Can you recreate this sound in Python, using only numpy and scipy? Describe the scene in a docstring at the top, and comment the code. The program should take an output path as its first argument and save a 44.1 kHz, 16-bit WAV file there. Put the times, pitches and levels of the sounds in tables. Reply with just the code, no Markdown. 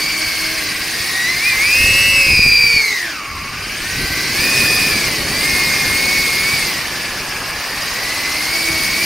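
"""Four rotor whines beat together: a small ducted quadcopter flies low over a field, heard from its own camera.
The five-blade rotors each hold their own speed; they surge in a climb, idle, then cruise.
Each sings blade-pass tones, overtones and a shaft hum, built as sines that eddies blur.
Shaped noise makes their wash in ducts and frame, and the airstream that buffets the microphone.
Pressure pops shove the diaphragm when the rotors run fast."""
import sys
import numpy as np
from scipy import signal
from scipy.fft import rfft, irfft, next_fast_len
from scipy.io import wavfile
from scipy.ndimage import uniform_filter1d, map_coordinates

SR = 44100
rng = np.random.default_rng(int(sys.argv[2]) if len(sys.argv) > 2 else 0)


def unload_audio(sound):
    """Save the sound as a 16-bit wav file, at the path given as the first command line argument."""
    columns = np.transpose(np.atleast_2d(sound))
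    # keep every value between -1 and 1, then stretch to whole-number steps
    steps = np.round(np.clip(columns, -1, 1) * 32767)
    wavfile.write(sys.argv[1], SR, steps.astype(np.int16))


N = 399105  # length [samples]

# rotors A to D at the microphone, before pitch, surges and wavering: (whine [dB], its gain under load [dB],
# octave [dB], its gain in calm air [dB], shaft hum [dB], its gain under load [dB])
ROTOR_LEVELS = [(-30.5, 10, -36, 11.5, -49.5, 13.5), (-35, 7, -45, -2, -49, 9), (-26, 1, -36, -4, -50, 0),
                (-33, 7.5, -48, 1, -39, -7)]
# the rotors bite hard to turn and climb, the whine swells: (start [s], attack [s], hold [s], release [s])
LOAD_PHASE = (1.34, 0.2, 1.58, 0.17)
# blade-pass strength by pitch, frame resonances included: (frequency [Hz], level [dB])
WHINE_BY_PITCH = [(1100, -6.5), (1220, -9), (1380, -19), (1560, -13), (1750, -8), (1920, -4.5), (2200, 2),
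                  (2450, 6.5), (2850, 8)]
# strength of its octave by pitch, frame resonances included: (frequency [Hz], level [dB])
OCTAVE_BY_PITCH = [(2200, -4), (3000, -14), (3500, -24), (3900, -6), (4300, 1), (4850, 10.5), (5100, 5),
                   (5300, -2), (5700, -14)]


def rotors(skirt_db=-14, waver_db=0.65, hum_per_decade_db=55):
    """Four rotors at a fixed distance from the microphone; tones follow speed, load and the calm of the air."""
    load, calm = swell(*LOAD_PHASE), swell(*CALM_PHASE)
    skirt = wash_level(RASP_LAW_DB) + skirt_db
    shake = hum_per_decade_db * effort()
    sound = np.zeros(N)
    for name, hz, levels in zip("ABCD", speeds(), ROTOR_LEVELS):
        whine_db, load_db, octave_db, calm_db, hum_db, hum_load_db = levels
        whine_surge, octave_surge = surges(name)

        whine = whine_db + along(WHINE_BY_PITCH, hz) + load_db * load
        whine = whine + whine_surge + waver_db * wobble(7)

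        octave = octave_db + along(OCTAVE_BY_PITCH, 2 * hz) + calm_db * calm
        octave = octave + octave_surge + waver_db * wobble(7)

        hum = shake + hum_db + hum_load_db * load
        sound = sound + rotor(hz, whine, octave, skirt, hum)
    return sound


BLADES = 5
# how the frame carries the blade overtones: (frequency [Hz], gain [dB])
FRAME_RESPONSE = [(3000, -1), (6500, 4.5), (7300, -20), (7900, 4), (8500, -25), (10500, 3), (14000, 6)]
# how the frame passes the shaft hum: (frequency [Hz], gain [dB])
MOUNT_RESPONSE = [(230, -8), (290, -7), (328, 1.5), (375, -11), (440, -6.5), (490, -14), (540, -9.5),
                  (600, -2)]


def rotor(blade_hz, whine_db, octave_db, skirt_db, shake_db, hunting=0.001993, flutter_db=0.9,
          third_db=-21.5, fourth_db=-26.5, sideband_db=-23, second_hum_db=-5):
    """One propeller: the blade-pass whine, its overtones and the hum of its shaft."""
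    # the flight controller keeps trimming the speed
    trimmed_hz = blade_hz * (1 + hunting * wobble(35))
    phase = 2 * np.pi * (np.cumsum(trimmed_hz) / SR + rng.random())
    shaft = phase / BLADES

    def rough(db):
        """A loud tone stands clear; a weak one is broken up by turbulence."""
        return np.interp(db, [-36, -16], [.6, .14])

    strength = amp(whine_db + flutter_db * wobble(28))
    whine = strength * partial(phase, order=1, rough=rough(whine_db), rate=260)
    octave_strength = amp(octave_db + flutter_db * wobble(28))
    octave = octave_strength * partial(phase, order=2, rough=1.25 * rough(octave_db), rate=240)

    # chopped eddies spread a broad skirt of noise that travels with the octave
    skirt = amp(skirt_db) * wobble(700) * np.cos(2 * phase)

    # slightly unequal blades put lines at the shaft orders around the whine
    lines = np.cos(phase - shaft) + 0.53 * np.cos(phase - 2 * shaft) + 0.6 * np.cos(phase + shaft)
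    sidebands = strength * amp(sideband_db + 3.4 * wobble(11)) * lines

    third = amp(third_db) * partial(phase, order=3, rough=0.72, rate=200)
    fourth = amp(fourth_db) * partial(phase, order=4, rough=1.2, rate=550)
    overtones = filtered(strength * (third + fourth), lambda hz: amp(along(FRAME_RESPONSE, hz)))

    hum_db = shake_db + along(MOUNT_RESPONSE, blade_hz / BLADES) + 3.4 * wobble(11)
    hum = amp(hum_db) * (np.cos(shaft) + amp(second_hum_db) * np.cos(2 * shaft))
    return np.sqrt(2) * (whine + octave + skirt + sidebands + overtones + hum)


def partial(phase, order, rough, rate):
    """One blade harmonic, blurred in strength and phase by eddies that come rate times a second."""
    eddies = unit(wobble(rate) + 1j * wobble(rate))
    return np.real(np.exp(1j * order * phase) * (1 + rough * eddies))


# throttle, as the blade-pass rate that the rotors share: (time [s], rate [Hz])
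THROTTLE_CURVE = [(0, 1911), (.53, 1895), (.78, 1740), (1.08, 1963), (1.58, 2000), (1.8, 2313), (2.6, 2337),
                  (2.78, 2289), (3, 1945), (3.21, 1326), (3.37, 1296), (3.88, 1706), (4.3, 1725),
                  (4.45, 2118), (4.87, 2156), (5.25, 1710), (5.47, 2080), (5.85, 2047), (6.15, 2125),
                  (6.36, 2040), (6.54, 2175), (6.88, 1560), (7.45, 1471), (8.1, 1813), (8.4, 1903),
                  (8.59, 2086), (8.93, 2025), (9.05, 2190)]
# steering, each rotor's lead over the throttle: (time [s], A [Hz], B [Hz], C [Hz], D [Hz])
STEERING_LEADS = [(0, 316.5, 439.5, -385, -370), (.78, 200.5, 260, -170, -260),
                  (1.08, -120, 284, -38, -155), (1.22, -59, 40, -70, -190), (1.3, 62.5, -99, -162, -234),
                  (1.39, 150, 160, -200, -205), (1.48, 60, 500.5, -43.5, -173),
                  (1.58, 82, 244.5, -108, -302), (1.7, 240.5, 446, -200, -504),
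                  (2.1, 344.5, 534, -135, -331), (2.42, 105, 280, 82, -50), (2.76, -31, 125, 120, -15),
                  (3.65, -320, -278, 18.5, 29), (3.88, -185, 170, 140, -170), (4.02, -160, 335, 235, -160),
                  (4.3, -165, 445, 280, -130), (4.53, -335, 480, 357, -300), (4.87, -380, 400.5, 305, -360),
                  (5.25, -230, 455, 125, -300), (5.47, -273, 418, 66, -211),
                  (6.54, -360, 287.5, 112.5, -250), (6.88, -90, 240, 174, -137),
                  (9.05, -142, 248, 170, -487)]


def speeds():
    """Blade-pass rate of each rotor [Hz]: throttle plus steering."""
    return curves(THROTTLE_CURVE)[0] + np.array(curves(STEERING_LEADS))


CRUISE_HZ = 2000


def effort():
    """Mean rotor speed, in decades above cruise."""
    return np.log10(speeds().mean(axis=0) / CRUISE_HZ)


# one rotor bites harder as the craft leans:
# (rotor [letter], start [s], hold [s], whine gain [dB], octave gain [dB])
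ROTOR_SURGES = [("A", 1.08, .16, 15, 13), ("B", 1.26, .15, 9, -4), ("A", 1.52, .08, 3, -3),
                ("B", -.1, .55, 2, 7), ("D", 1.7, .35, 4, 0), ("B", 2.86, .9, 4, 0),
                ("A", 3.75, 1.2, 10, 0), ("B", 3.85, .35, 2, 7), ("B", 5.1, .2, 0, 9),
                ("C", 5.36, 1.12, 4.5, 0), ("A", 5.38, .45, 6, 0), ("B", 7.7, .6, 0, 6)]
SURGE_ATTACK_S, SURGE_RELEASE_S = 0.063, 0.096


def surges(name):
    """Extra dB of one rotor's whine and octave as the craft leans on it."""
    gains = np.zeros((2, N))
    for which, start, hold, whine_db, octave_db in ROTOR_SURGES:
        if which == name:
            envelope = swell(start, SURGE_ATTACK_S, hold, SURGE_RELEASE_S)
            gains = gains + np.outer([whine_db, octave_db], envelope)
    return gains


# wash colours, low to high, relative levels: (frequency [Hz], level [dB per Hz])
ROAR_SPECTRUM = [(400, -39), (780, -7), (940, -18.5), (1090, -1.5), (1300, -9.5), (1550, -2), (1800, -0.5),
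                 (2000, 1), (2350, 4), (2700, 0), (3100, -6.5), (3600, -35.5), (5000, -36)]
RASP_SPECTRUM = [(2200, -20.5), (3000, -12), (3700, -8), (4200, -4), (4550, -3), (4830, 3.5), (5150, -3),
                 (5550, -1), (5800, -8), (6200, -9), (6650, -5.5), (7050, -15), (9000, -34)]
HISS_SPECTRUM = [(2500, -16), (3600, -41), (4400, 9.5), (6000, -18), (7300, -4), (8100, 2), (8600, 4),
                 (9700, 1.5), (10500, 2.5), (12400, -3.5), (13200, 4.5), (13900, -10), (14900, 0.5),
                 (16000, -8)]
# wash laws: (level at cruise [dB], growth [dB per tenfold rotor speed], change in calm air [dB])
ROAR_LAW_DB = (-24, 24.6, -4.5)
RASP_LAW_DB = (-23.5, 42, -3.5)
HISS_LAW_DB = (-26.5, 62, -6.5)


def wash():
    """Turbulent air in the ducts, coloured by fixed resonances of frame and camera shell."""
    churn = wobble(40)  # shared by all three bands
    roar_db = wash_level(ROAR_LAW_DB) + 0.19 * churn + 0.19 * wobble(60)
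    rasp_db = wash_level(RASP_LAW_DB) + 0.17 * churn + 0.73 * wobble(98)
    hiss_db = wash_level(HISS_LAW_DB) + 0.25 * churn + 0.14 * wobble(150)
    roar = amp(roar_db) * rush(ROAR_SPECTRUM, patchy_db=1.88)
    rasp = amp(rasp_db) * rush(RASP_SPECTRUM, patchy_db=2.0)
    hiss = amp(hiss_db) * rush(HISS_SPECTRUM, patchy_db=3.0)
    return roar + rasp + hiss


# near the top of the climb the rotors draw clean air, less wash and purer octaves:
# (start [s], attack [s], hold [s], release [s])
CALM_PHASE = (1.624, 0.79, 0.31, 0.72)
WASH_PER_AIRSTREAM = 0.14  # dB of wash per dB of airstream: fast flight stirs the inflow


def wash_level(law):
    """Level in dB of one wash noise: it grows with rotor speed and airstream and shifts in calm air."""
    cruise_db, per_decade_db, calm_db = law
    stream = curves(AIR_LEVELS)[0]
    stirred = WASH_PER_AIRSTREAM * (stream - stream.mean())
    return cruise_db + per_decade_db * effort() + stirred + calm_db * swell(*CALM_PHASE)


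# air over the microphone: (time [s], airstream level [dB], duct draught level [dB])
AIR_LEVELS = [(0, -37, -37.5), (1.4, -37, -41), (1.9, -34.5, -37), (2.5, -40, -44), (3.1, -43, -41),
              (3.9, -37, -40.5), (4.6, -26.5, -33), (5.7, -28.5, -32), (6.3, -31, -34.5), (7.2, -36, -32.5),
              (7.75, -37.5, -31), (8.4, -37, -32), (9.05, -32, -37)]
# wind colours, relative levels: (frequency [Hz], level [dB per Hz])
BUFFET_SPECTRUM = [(10, -18), (25, -2), (45, 1), (100, -1), (180, -8.5), (400, -18), (1000, -62)]
AIRSTREAM_SPECTRUM = [(40, -16), (130, 2.5), (250, 3), (400, 1), (600, -4.5), (1000, -27), (3000, -39)]
DRAUGHT_SPECTRUM = [(200, -16), (480, 3), (650, 5), (790, 6.5), (930, 7), (1090, 8.5), (1300, 5),
                    (2000, -5), (4000, -32)]
# gusts that break on the camera: (start [s], hold [s], level [dB])
CAMERA_GUSTS = [(1.7, .45, -33), (2.25, .35, -31), (3.25, .5, -34), (8.65, .12, -35), (3.91, .06, -22)]
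GUST_ATTACK_S, GUST_RELEASE_S = 0.07, 0.21


def wind(buffet_db=-39.0, buffet_grows=0.74, lumps_db=-0.9):
    """The airstream of the flight, with low lumps where it breaks on the camera, most of all in gusts."""
    stream, draught = curves(AIR_LEVELS)
    buffet = amp(buffet_db + buffet_grows * (stream - stream.mean()))
    gusts = sum(amp(db) * swell(start, GUST_ATTACK_S, hold, GUST_RELEASE_S)
                for start, hold, db in CAMERA_GUSTS)
    lumps = unit(amp(lumps_db * wobble(45)) * rush(BUFFET_SPECTRUM, patchy_db=3))
    buffeting = np.hypot(buffet, gusts) * lumps
    airstream = amp(stream + wobble(40)) * rush(AIRSTREAM_SPECTRUM, patchy_db=1)
    duct_draught = amp(draught) * rush(DRAUGHT_SPECTRUM, patchy_db=1.6)
    return buffeting + airstream + duct_draught


# the hardest pressure pops on the microphone: (time [s], peak level [dB])
HARD_POPS = [(1.842, -14.5), (2.303, -11), (2.393, -12), (2.463, -16)]
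POP_ONSET_HZ, POP_FULL_HZ = 2200, 2354  # mean blade-pass rates between which the smaller pops set in


def pops(small_db=-16, scatter_db=1.5, per_s=34, rise=0.00079, recoil=0.013):
    """At full throttle, pops shove the diaphragm one way; it creeps back as the pressure leaks off."""
    t = np.arange(SR // 8) / SR
    push = t / rise * np.exp(1 - t / rise)
    leak = t * np.exp(-t / recoil)
    pop = push - leak * push.sum() / leak.sum()  # the recoil cancels the push in the long run

    s, db = np.transpose(HARD_POPS)
    hard = np.bincount(np.round(s * SR).astype(int), amp(db), N)
    rate = per_s * np.interp(speeds().mean(axis=0), [POP_ONSET_HZ, POP_FULL_HZ], [0, 1])
    struck = rng.random(N) < rate / SR
    small = struck * amp(small_db + scatter_db * rng.standard_normal(N))
    return signal.fftconvolve(hard + small, pop)[:N]


# frame resonances reach both microphones alike, the air between them differs:
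# (frequency [Hz], side minus mid [dB])
STEREO_WIDTH = [(1900, -73), (2950, -54), (3200, 0), (4000, -7.5), (4850, -15.5), (5550, -12), (5950, -6),
                (6600, -6.5), (7200, -2), (8600, -4.5), (12500, -2.5), (13100, -6), (13900, -1),
                (15500, -9)]


def rush(spectrum, patchy_db):
    """Stereo noise in short-lived patches, its middle at rms 1: mono in the bass, wide in the treble."""
    cells = signal.stft(rng.standard_normal((2, N)), nperseg=256)[2]
    field = rng.standard_normal(cells.shape[1:])
    field = uniform_filter1d(field, size=3, axis=0)  # across frequency
    field = uniform_filter1d(field, size=8, axis=1)  # across time
    patchy = signal.istft(cells * amp(patchy_db * unit(field)))[1][:, :N]

    def mid_and_side(hz):
        """Gains of the middle and of the difference between the microphones."""
        mid_db = along(spectrum, hz)
        return amp([mid_db, mid_db + along(STEREO_WIDTH, hz)])

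    mid, side = filtered(patchy, mid_and_side)
    return np.array([mid + side, mid - side]) / np.std(mid)


def amp(db):
    """Decibels to gain."""
    return 10 ** (np.asarray(db) / 20)


def unit(x):
    """Scale to rms 1."""
    return x / np.sqrt(np.mean(np.abs(x) ** 2) + 1e-20)


def along(points, hz):
    """Read (frequency [Hz], value) points on a log axis."""
    f, v = np.transpose(points)
    return np.interp(np.log(hz + 1), np.log(f + 1), v)


def curves(rows):
    """One value per sample for each column after the time."""
    s, *cols = np.transpose(rows)
    return [np.interp(np.arange(N) / SR, s, c) for c in cols]


def wobble(rate):
    """A smooth random curve, rate knots a second."""
    knots = rng.standard_normal(int(N * rate / SR) + 4)
    coarse = np.arange(0, N, 8)  # every eighth sample, joined by straight lines
    return np.interp(np.arange(N), coarse, map_coordinates(knots, [coarse * rate / SR]))


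def swell(start, attack, hold, release):
    """An envelope from 0 up to 1 and back, times in seconds."""
    corners = start + np.cumsum(np.abs([0, attack, hold, release]))
    return np.interp(np.arange(N) / SR, corners, [0, 1, 1, 0])


def filtered(x, response):
    """x times a response of frequency."""
    m = next_fast_len(N + SR // 4)
    return irfft(rfft(x, m) * response(np.fft.rfftfreq(m, 1 / SR)), m)[..., :N]


def scene():
    """Whine, wash, wind and pops together at the camera."""
    return rotors() + wash() + wind() + pops()


TOP_HZ = 15800  # band limit of the camera


def record(dry):
    """The camera rounds off the highest peaks and keeps nothing above its band limit."""
    held = dry / (1 + np.abs(dry) ** 8) ** (1 / 8)
    return filtered(held, lambda hz: 1 / (1 + (hz / TOP_HZ) ** 400))


dry = scene()
out = record(dry)
unload_audio(out)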